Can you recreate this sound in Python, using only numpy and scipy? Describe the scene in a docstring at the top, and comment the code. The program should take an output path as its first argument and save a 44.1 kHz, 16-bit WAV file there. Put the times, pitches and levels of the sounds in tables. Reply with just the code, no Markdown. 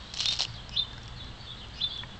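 """A low rumble, soft hiss and faint hum open in a quiet yard, under a blur of distant birds.
Close by, a tortoise tears a bite from a head of lettuce: leaf ribs snap one by one as noise bursts
in a leaf-coloured filter, over a crackle of random cell bursts. A near bird chirps three times with
two gliding voices at once; short gliding sines are distant birds and, from about 1.88 s, likely
echoes of the near chirp. Soft chewing follows the bite, as wet ticks and ringing pops of the mouth."""
import sys
import numpy as np
from scipy import signal
from scipy.fft import rfft, irfft
from scipy.io import wavfile
from scipy.ndimage import uniform_filter1d

SR = 44100
rng = np.random.default_rng(int(sys.argv[2]) if len(sys.argv) > 2 else 0)


def wav_record(signal):
    """Record a signal, one row per channel, as 16-bit PCM in the file named by sys.argv[1]."""
    frames = np.transpose(np.atleast_2d(signal))
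    bounded = np.clip(frames, -1, 1)
    # unit amplitude maps onto the largest positive 16-bit level
    quanta = np.round(bounded * 32767).astype(np.int16)
    wavfile.write(sys.argv[1], SR, quanta)


N = 96799
T = np.arange(N) / SR


def amp(db):
    """Decibels to gain."""
    return 10 ** (np.asarray(db) / 20)


def unit(x):
    """Scales to rms 1."""
    return x / np.sqrt(np.mean(x ** 2) + 1e-20)


def read(points, hz):
    """A spectrum's dB at given frequencies, interpolated along log frequency."""
    point_hz, db = np.transpose(points)
    return np.interp(np.log(hz + 1), np.log(point_hz), db)


def add(mix, start_s, sound):
    """Mixes a sound in at a time."""
    part = mix[max(round(start_s * SR), 0):][:len(sound)]
    part += sound[:len(part)]


def drift(hz, size):
    """Smooth random motion with a soft upper rate, scaled to rms 1 over the whole scene."""
    f = np.fft.rfftfreq(N, 1 / SR)
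    smooth = irfft(rfft(rng.standard_normal(N)) * np.exp(-(f / hz) ** 2), N)
    return unit(smooth)[:size]


def patchy(points, patch_db):
    """Noise of a given colour that swells in small patches of time and pitch; rms 1."""
    hz, _, z = signal.stft(rng.standard_normal(N), SR, nperseg=2048, noverlap=1536)
    patches = uniform_filter1d(rng.standard_normal(z.shape), size=16, axis=0)  # across pitch
    patches = unit(uniform_filter1d(patches, size=6, axis=1))  # across time
    z = z * amp(read(points, hz)[:, None] + patch_db * patches)
    return unit(signal.istft(z, nperseg=2048, noverlap=1536)[1][:N])


# open air around the yard, colour before overall scaling: (frequency [Hz], level [dB])
AIR_COLOUR = [(20, -8.5), (60, -0.5), (87, -11), (115, -1), (150, -11), (216, -11), (280, -19.5),
              (560, -21), (900, -19), (1720, -21.5), (2450, -27.5), (3300, -19.5), (4400, -26), (5400, -35),
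              (7900, -38), (8800, -55.5)]
AIR_DB, AIR_PATCH_DB = -45, 0.83
# blur of distant birds, colour before overall scaling: (frequency [Hz], level [dB])
CHORUS_COLOUR = [(2400, -39), (2800, -3), (3500, 0.5), (4500, -3), (5300, -25.5), (7000, -59.5)]
CHORUS_DB, CHORUS_PATCH_DB = -57, 9
# faint hum: (mean frequency [Hz], rms level [dB])
HUM_TONES = [(59.5, -54), (118, -54)]
HUM_WAVER, HUM_WAVER_HZ = 0.027, 9.1  # rms fraction of pitch, soft upper rate
HUM_SWELL, HUM_SWELL_HZ = 0.31, 1.3  # rms fraction of loudness, soft upper rate


def background():
    """Coloured noise makes rumble, hiss and distant birds; sines of drifting pitch make the hum."""
    hum = np.zeros(N)
    for hz, db in HUM_TONES:
        swell = 1 + HUM_SWELL * drift(HUM_SWELL_HZ, N)
        cycles = hz * np.cumsum(1 + HUM_WAVER * drift(HUM_WAVER_HZ, N)) / SR
        hum += amp(db) * unit(swell * np.sin(2 * np.pi * cycles))
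    air = amp(AIR_DB) * patchy(AIR_COLOUR, AIR_PATCH_DB)
    chorus = amp(CHORUS_DB) * patchy(CHORUS_COLOUR, CHORUS_PATCH_DB)
    return air + chorus + hum


PEAK_OCTAVES, PEAK_DB = 0.7, 8.5  # bump around a break's brightest pitch: width, height


def ring(points, centre_hz=None, size=1024):
    """Minimum-phase response of energy 1 with a given colour, lifted near an optional pitch."""
    hz = np.fft.rfftfreq(size, 1 / SR)
    db = read(points, hz)
    if centre_hz:
        octaves = np.log2((hz + 1) / centre_hz)
        db = db + PEAK_DB * np.exp(-(octaves / PEAK_OCTAVES * 2) ** 2)
    log_gain = np.log(amp(np.r_[db, db[-2:0:-1]]))
    # the Hilbert transform of the log gain gives the phase that puts the energy earliest
    h = np.fft.ifft(np.exp(np.conj(signal.hilbert(log_gain)))).real[:size // 2]
    return h / np.linalg.norm(h)


# colour of breaking leaf, shared by crackle and snaps: (frequency [Hz], level [dB])
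LEAF_COLOUR = [(300, -32), (1000, -12), (2100, -9.5), (2950, 2.5), (3600, -4), (4200, 1.5), (4850, -5.5),
               (5450, -1), (6200, -9), (7600, -11.5), (9000, -28.5)]
# crackle at the mouth, following the force of the bite: (time [s], rms level [dB])
BITE_FORCE = [(.12, -54), (.16, -42.5), (.205, -34), (.25, -38), (.306, -37), (0.328, -29), (0.348, -42.5),
              (.386, -44.5), (.401, -32.5), (0.45, -38.5), (0.454, -60.5)]
CELLS_PER_S, CELL_HZ = 1300, 3900  # mean rate of bursts, pitch they are brightest near
CELL_SPREAD_DB, CELL_LARGEST_DB = 7, 9  # mean of the random sizes before the cap, cap


def crackle():
    """Tiny cells burst at random while the beak presses, each exciting the leaf."""
    size_db = np.minimum(CELL_SPREAD_DB * rng.exponential(1, N), CELL_LARGEST_DB)
    sizes = amp(size_db) * rng.choice([-1, 1], N)
    bursts = sizes * (rng.random(N) < CELLS_PER_S / SR)
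    cells = signal.fftconvolve(bursts, ring(LEAF_COLOUR, CELL_HZ))[:N]
    time_s, db = np.transpose(BITE_FORCE)
    return unit(cells) * amp(np.interp(T, time_s, db, right=-120))


SPLINTER = 0.2  # splinter strength relative to the first break


def fracture(body, decay_s, size=700):
    """One break and its quickly dying splinters, heard through a body; energy 1."""
    burst = SPLINTER * rng.standard_normal(size) * np.exp(-np.arange(size) / SR / decay_s)
    burst[0] = 1
    sound = np.convolve(burst, body)
    return sound / np.linalg.norm(sound)


# colour of the beak's thud: (frequency [Hz], level [dB])
BEAK_COLOUR = [(150, -29.5), (380, -14.5), (560, -3.5), (850, 2.5), (1150, 0.5), (1700, -17), (2500, -22),
               (5000, -45)]
CRACK_GAIN_DB, CRACK_DECAY_S = 8.5, 0.0015
THUD_GAIN_DB, THUD_DECAY_S = 9.5, 0.0017
# leaf ribs snapping close by; levels are before the crack and thud gains above:
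# (time [s], level [dB], brightest pitch [Hz], thud of the beak [dB re that level])
RIB_SNAPS = [(.1388, -20, 4660, -23), (.1417, -22, 3040, -22), (.149, -28, 5600, -11),
             (.1615, -32.5, 4180, -18), (.1725, -19.5, 5400, -27.5), (.1775, -23.5, 6500, -20),
             (.1877, -22.5, 4800, -19.5), (.1948, -16, 3800, -27.5), (.2021, -23, 5800, -23.5),
             (.205, -11, 4810, -20.5), (.209, -13.5, 3120, -25), (.2135, -17.5, 4030, -25.5),
             (.222, -19.5, 4774, -22.5), (.2273, -21.5, 4815, -32), (.2308, -21.5, 3920, -32.5),
             (.238, -23, 4460, -22), (.243, -20, 3780, -23), (.2575, -8.5, 4190, -24),
             (.2868, -13.5, 5300, -22), (.3075, -22.5, 5480, -24.5), (.3202, -24.5, 4035, -19),
             (.3268, -18, 4600, -21), (.3283, -17, 4420, -17.5), (.3352, -17.5, 4600, -26),
             (.3427, -23.5, 5880, -15.5), (.3556, -21, 4026, -22), (.3647, -23, 5020, -28),
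             (.373, -24, 3800, -27), (.39, -17, 5400, -19), (.3937, -14, 4650, -19.5),
             (.3968, -13, 4400, -16), (.4062, -10, 4250, -10), (.4139, -13.5, 4300, -23),
             (.4205, -10.5, 5100, -18.5), (.4273, -18, 5000, -14), (.4318, -23, 4980, -15.5),
             (.4359, -21.5, 5500, -23), (.451, -15, 3000, -20.5)]
# small wet ticks of chewing, close by, same gains:
# (time [s], level [dB], brightest pitch [Hz], thud of the beak [dB re that level])
CHEWING_TICKS = [(.5394, -38, 5490, -18.5), (.6938, -26.5, 4900, -8.5), (.9318, -34, 4490, -10),
                 (.98, -33.5, 4530, -20), (1.033, -34.5, 5000, -23), (1.0578, -38, 4970, -21),
                 (1.0795, -31, 5030, -21), (1.2448, -36, 4510, -5), (1.6858, -38.5, 5530, -17),
                 (1.9768, -32, 6500, -23.5)]


def snaps(rows):
    """Each break is a bright crack of the leaf with a duller thud of the beak."""
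    out = np.zeros(N)
    beak = ring(BEAK_COLOUR)
    for time_s, db, hz, thud_db in rows:
        crack = fracture(ring(LEAF_COLOUR, hz), CRACK_DECAY_S)
        thud = fracture(beak, THUD_DECAY_S)
        add(out, time_s, amp(db + CRACK_GAIN_DB) * crack)
        add(out, time_s, amp(db + thud_db + THUD_GAIN_DB) * thud)
    return out


# near bird; fading counts in time before stretching:
# (time [s], level [dB], pitch factor [1], length factor [1], fading [dB per s])
NEAR_CHIRPS = [(.262, -19.5, 1.025, 1.1, 46.5), (.772, -17.5, 1.011, 0.96, 30),
               (1.817, -20.5, .995, 1.0, 29)]
# its lower voice, before a chirp's pitch, length and level:
# (time from the chirp [s], frequency [Hz], level [dB])
LOWER_VOICE = [(-.07, 2600, -44), (-.052, 2540, -36), (-.028, 2490, -30), (-.016, 2600, -31.5),
               (-.009, 2850, -16.5), (-.003, 3250, -10), (.003, 3490, -2.5), (.011, 3680, -15),
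               (.017, 3630, -15.5), (.021, 3570, -2.5), (.027, 3520, 0), (.036, 3620, -7.5),
               (.052, 3540, -8), (.068, 3520, -17.5)]
# its upper voice, likewise: (time from the chirp [s], frequency [Hz], level [dB])
UPPER_VOICE = [(-.07, 3030, -40.5), (-.052, 2930, -29.5), (-.029, 2810, -25), (-.016, 3050, -23),
               (-.005, 3500, -15), (.002, 3960, -12.5), (.015, 4110, -9.5), (.028, 3990, -10.5),
               (.045, 3950, -21), (.068, 3930, -46)]
WAVER, WAVER_HZ = 0.005, 250  # rms fraction of pitch, soft upper rate
RASP_LEAD_IN, RASP, RASP_HZ = 0.3, 0.08, 1000  # roughness before and in the chirp, soft upper rate
# the beak lets the octave out only around this low pitch
OVERTONE_DB, OVERTONE_HZ, OVERTONE_FALL_DB_PER_HZ = 5.5, 2495, 0.062


def chirps():
    """Two whistles sweep up together from a hoarse lead-in and beat against each other."""
    out = np.zeros(N)
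    for time_s, db, pitch, stretch, fade_db in NEAR_CHIRPS:
        for voice in LOWER_VOICE, UPPER_VOICE:
            at, voice_hz, level = np.transpose(voice)
            t = np.arange(at[0], at[-1], 1 / SR / stretch)  # time before stretching
            size = len(t)
            glide = uniform_filter1d(np.interp(t, at, voice_hz), size=150)
            hz = pitch * glide * (1 + WAVER * drift(WAVER_HZ, size))
            rasp = np.interp(t, [at[0] / 2, 0], [RASP_LEAD_IN, RASP])
            phase = 2 * np.pi * np.cumsum(hz) / SR + rasp * drift(RASP_HZ, size)
            octave = amp(OVERTONE_DB - OVERTONE_FALL_DB_PER_HZ * abs(hz - OVERTONE_HZ))
            tone = np.sin(phase) + octave * np.sin(2 * phase)
            tone = tone * (1 + rasp * drift(RASP_HZ, size))
            loudness = amp(db + np.interp(t, at, level) - fade_db * np.maximum(t, 0))
            ramps = signal.windows.tukey(size, 0.1)
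            add(out, time_s + at[0] * stretch, loudness * ramps * tone)
    return out


# short glides: distant birds, and from about 1.88 s likely echoes of the near chirp;
# level is rms before the ramps:
# (start [s], length [s], first pitch [Hz], last pitch [Hz], level [dB], roughness [0-1])
GLIDE_NOTES = [(0.467, .075, 4650, 4450, -54, 0.3), (.535, .05, 4150, 3810, -48.5, 1),
               (.572, 0.045, 3420, 3230, -48, .7), (1.16, 0.036, 4300, 4150, -50, 0.42),
               (1.18, 0.063, 3800, 3880, -50, 0.35), (1.195, 0.05, 3480, 3410, -45.5, 0.24),
               (1.235, 0.064, 4000, 3610, -52.5, 0.92), (1.387, 0.11, 4510, 4450, -56, 0.38),
               (1.464, 0.056, 3616, 3360, -44.5, 0.28), (1.501, 0.025, 3520, 3760, -42.5, 0.24),
               (1.517, 0.024, 3460, 3300, -45, 0), (1.564, 0.057, 4150, 3630, -49.5, .8),
               (1.603, 0.056, 3300, 2895, -47.5, 0.68), (1.734, .05, 4530, 4080, -54, 1),
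               (1.876, 0.088, 4540, 4485, -52, .4), (1.88, 0.1004, 4030, 3830, -47.5, 0.76),
               (1.902, .025, 3274, 3385, -38.5, 0.2), (1.917, 0.038, 3490, 3494, -41, 0.02),
               (1.96, 0.013, 3480, 3410, -37.5, .1), (1.98, 0.038, 3452, 3392, -40.5, 0.16),
               (1.99, .014, 3336, 3185, -39, 0.12), (2.097, 0.036, 3440, 3400, -50, 0)]
FLUTTER, FLUTTER_HZ = 0.085, 700  # rms fraction of pitch at roughness 1, soft upper rate
GLIDE_RAMP = 0.4  # share of a glide spent in its two ramps


def short_glides():
    """Short gliding sines, some pure and some buzzing with a fast random flutter of pitch."""
    out = np.zeros(N)
    for start_s, length_s, first_hz, last_hz, db, rough in GLIDE_NOTES:
        size = int(length_s * SR)
        glide = np.linspace(first_hz, last_hz, size)
        hz = glide * (1 + rough * FLUTTER * drift(FLUTTER_HZ, size))
        tone = np.sqrt(2) * np.sin(2 * np.pi * np.cumsum(hz) / SR)
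        add(out, start_s, amp(db) * signal.windows.tukey(size, GLIDE_RAMP) * tone)
    return out


# moist pops of the mouth, close by: (time [s], level [dB], pitch factor [1])
MOUTH_POPS = [(0.9331, -46.5, 0.91), (0.9795, -42.5, 0.88), (2.0318, -45, 1.29), (2.0345, -34.5, 1.02)]
# what the mouth rings with, before a pop's pitch and level:
# (frequency [Hz], level [dB], 60 dB decay time [s])
MOUTH_MODES = [(971, 2, 0.022), (1820, 5, 0.024), (2242, 4, 0.016)]
POP_RISE_S = 0.00083


def pops():
    """The moist mouth rings briefly in a few decaying modes as it parts."""
    out = np.zeros(N)
    t = T[:SR // 20]
    for time_s, db, pitch in MOUTH_POPS:
        modes = np.zeros(len(t))
        for hz, level, t60 in MOUTH_MODES:
            modes += amp(level - 60 * t / t60) * np.sin(2 * np.pi * hz * pitch * t)
        add(out, time_s, amp(db) * np.minimum(t / POP_RISE_S, 1) * modes)
    return out


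# echoes of the yard: walls nearby, then a thin tail (level re the early echoes)
ECHO_FIRST_S, ECHO_T60_S, TAIL_T60_S, TAIL_DB = 0.0046, 0.11, 0.71, 0
ECHOES_PER_S = 2000
EATING_WET_DB, CHIRP_WET_DB, GLIDE_WET_DB = -15.5, -11.5, -7.5  # echo energy re the direct sound


def yard(x, wet_db):
    """Adds sparse random reflections: quickly dying early echoes and a thin, longer tail."""
    t = T[:SR // 2]
    present = (rng.random(len(t)) < ECHOES_PER_S / SR) * (t > ECHO_FIRST_S)
    taps = rng.standard_normal(len(t)) * present
    early = unit(taps * amp(-60 * t / ECHO_T60_S))
    tail = unit(taps * amp(-60 * t / TAIL_T60_S))
    echo = early + amp(TAIL_DB) * tail
    return x + amp(wet_db) * signal.fftconvolve(x, echo / np.linalg.norm(echo))[:N]


def scene():
    """The tortoise and one bird close by, short glides around the yard, the open air behind."""
    eating = crackle() + snaps(RIB_SNAPS) + snaps(CHEWING_TICKS) + pops()
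    near_bird = yard(chirps(), CHIRP_WET_DB)
    glides = yard(short_glides(), GLIDE_WET_DB)
    mix = background() + yard(eating, EATING_WET_DB) + near_bird + glides
    return mix[None]


EDGE_HZ = 8650


def record(dry):
    """A small camera's microphone has a narrow band: a steep low-pass removes the top treble."""
    band = signal.firwin(161, EDGE_HZ, window=("kaiser", 8), fs=SR)
    return signal.oaconvolve(dry, band[None], "same")


dry = scene()
out = record(dry)
wav_record(out)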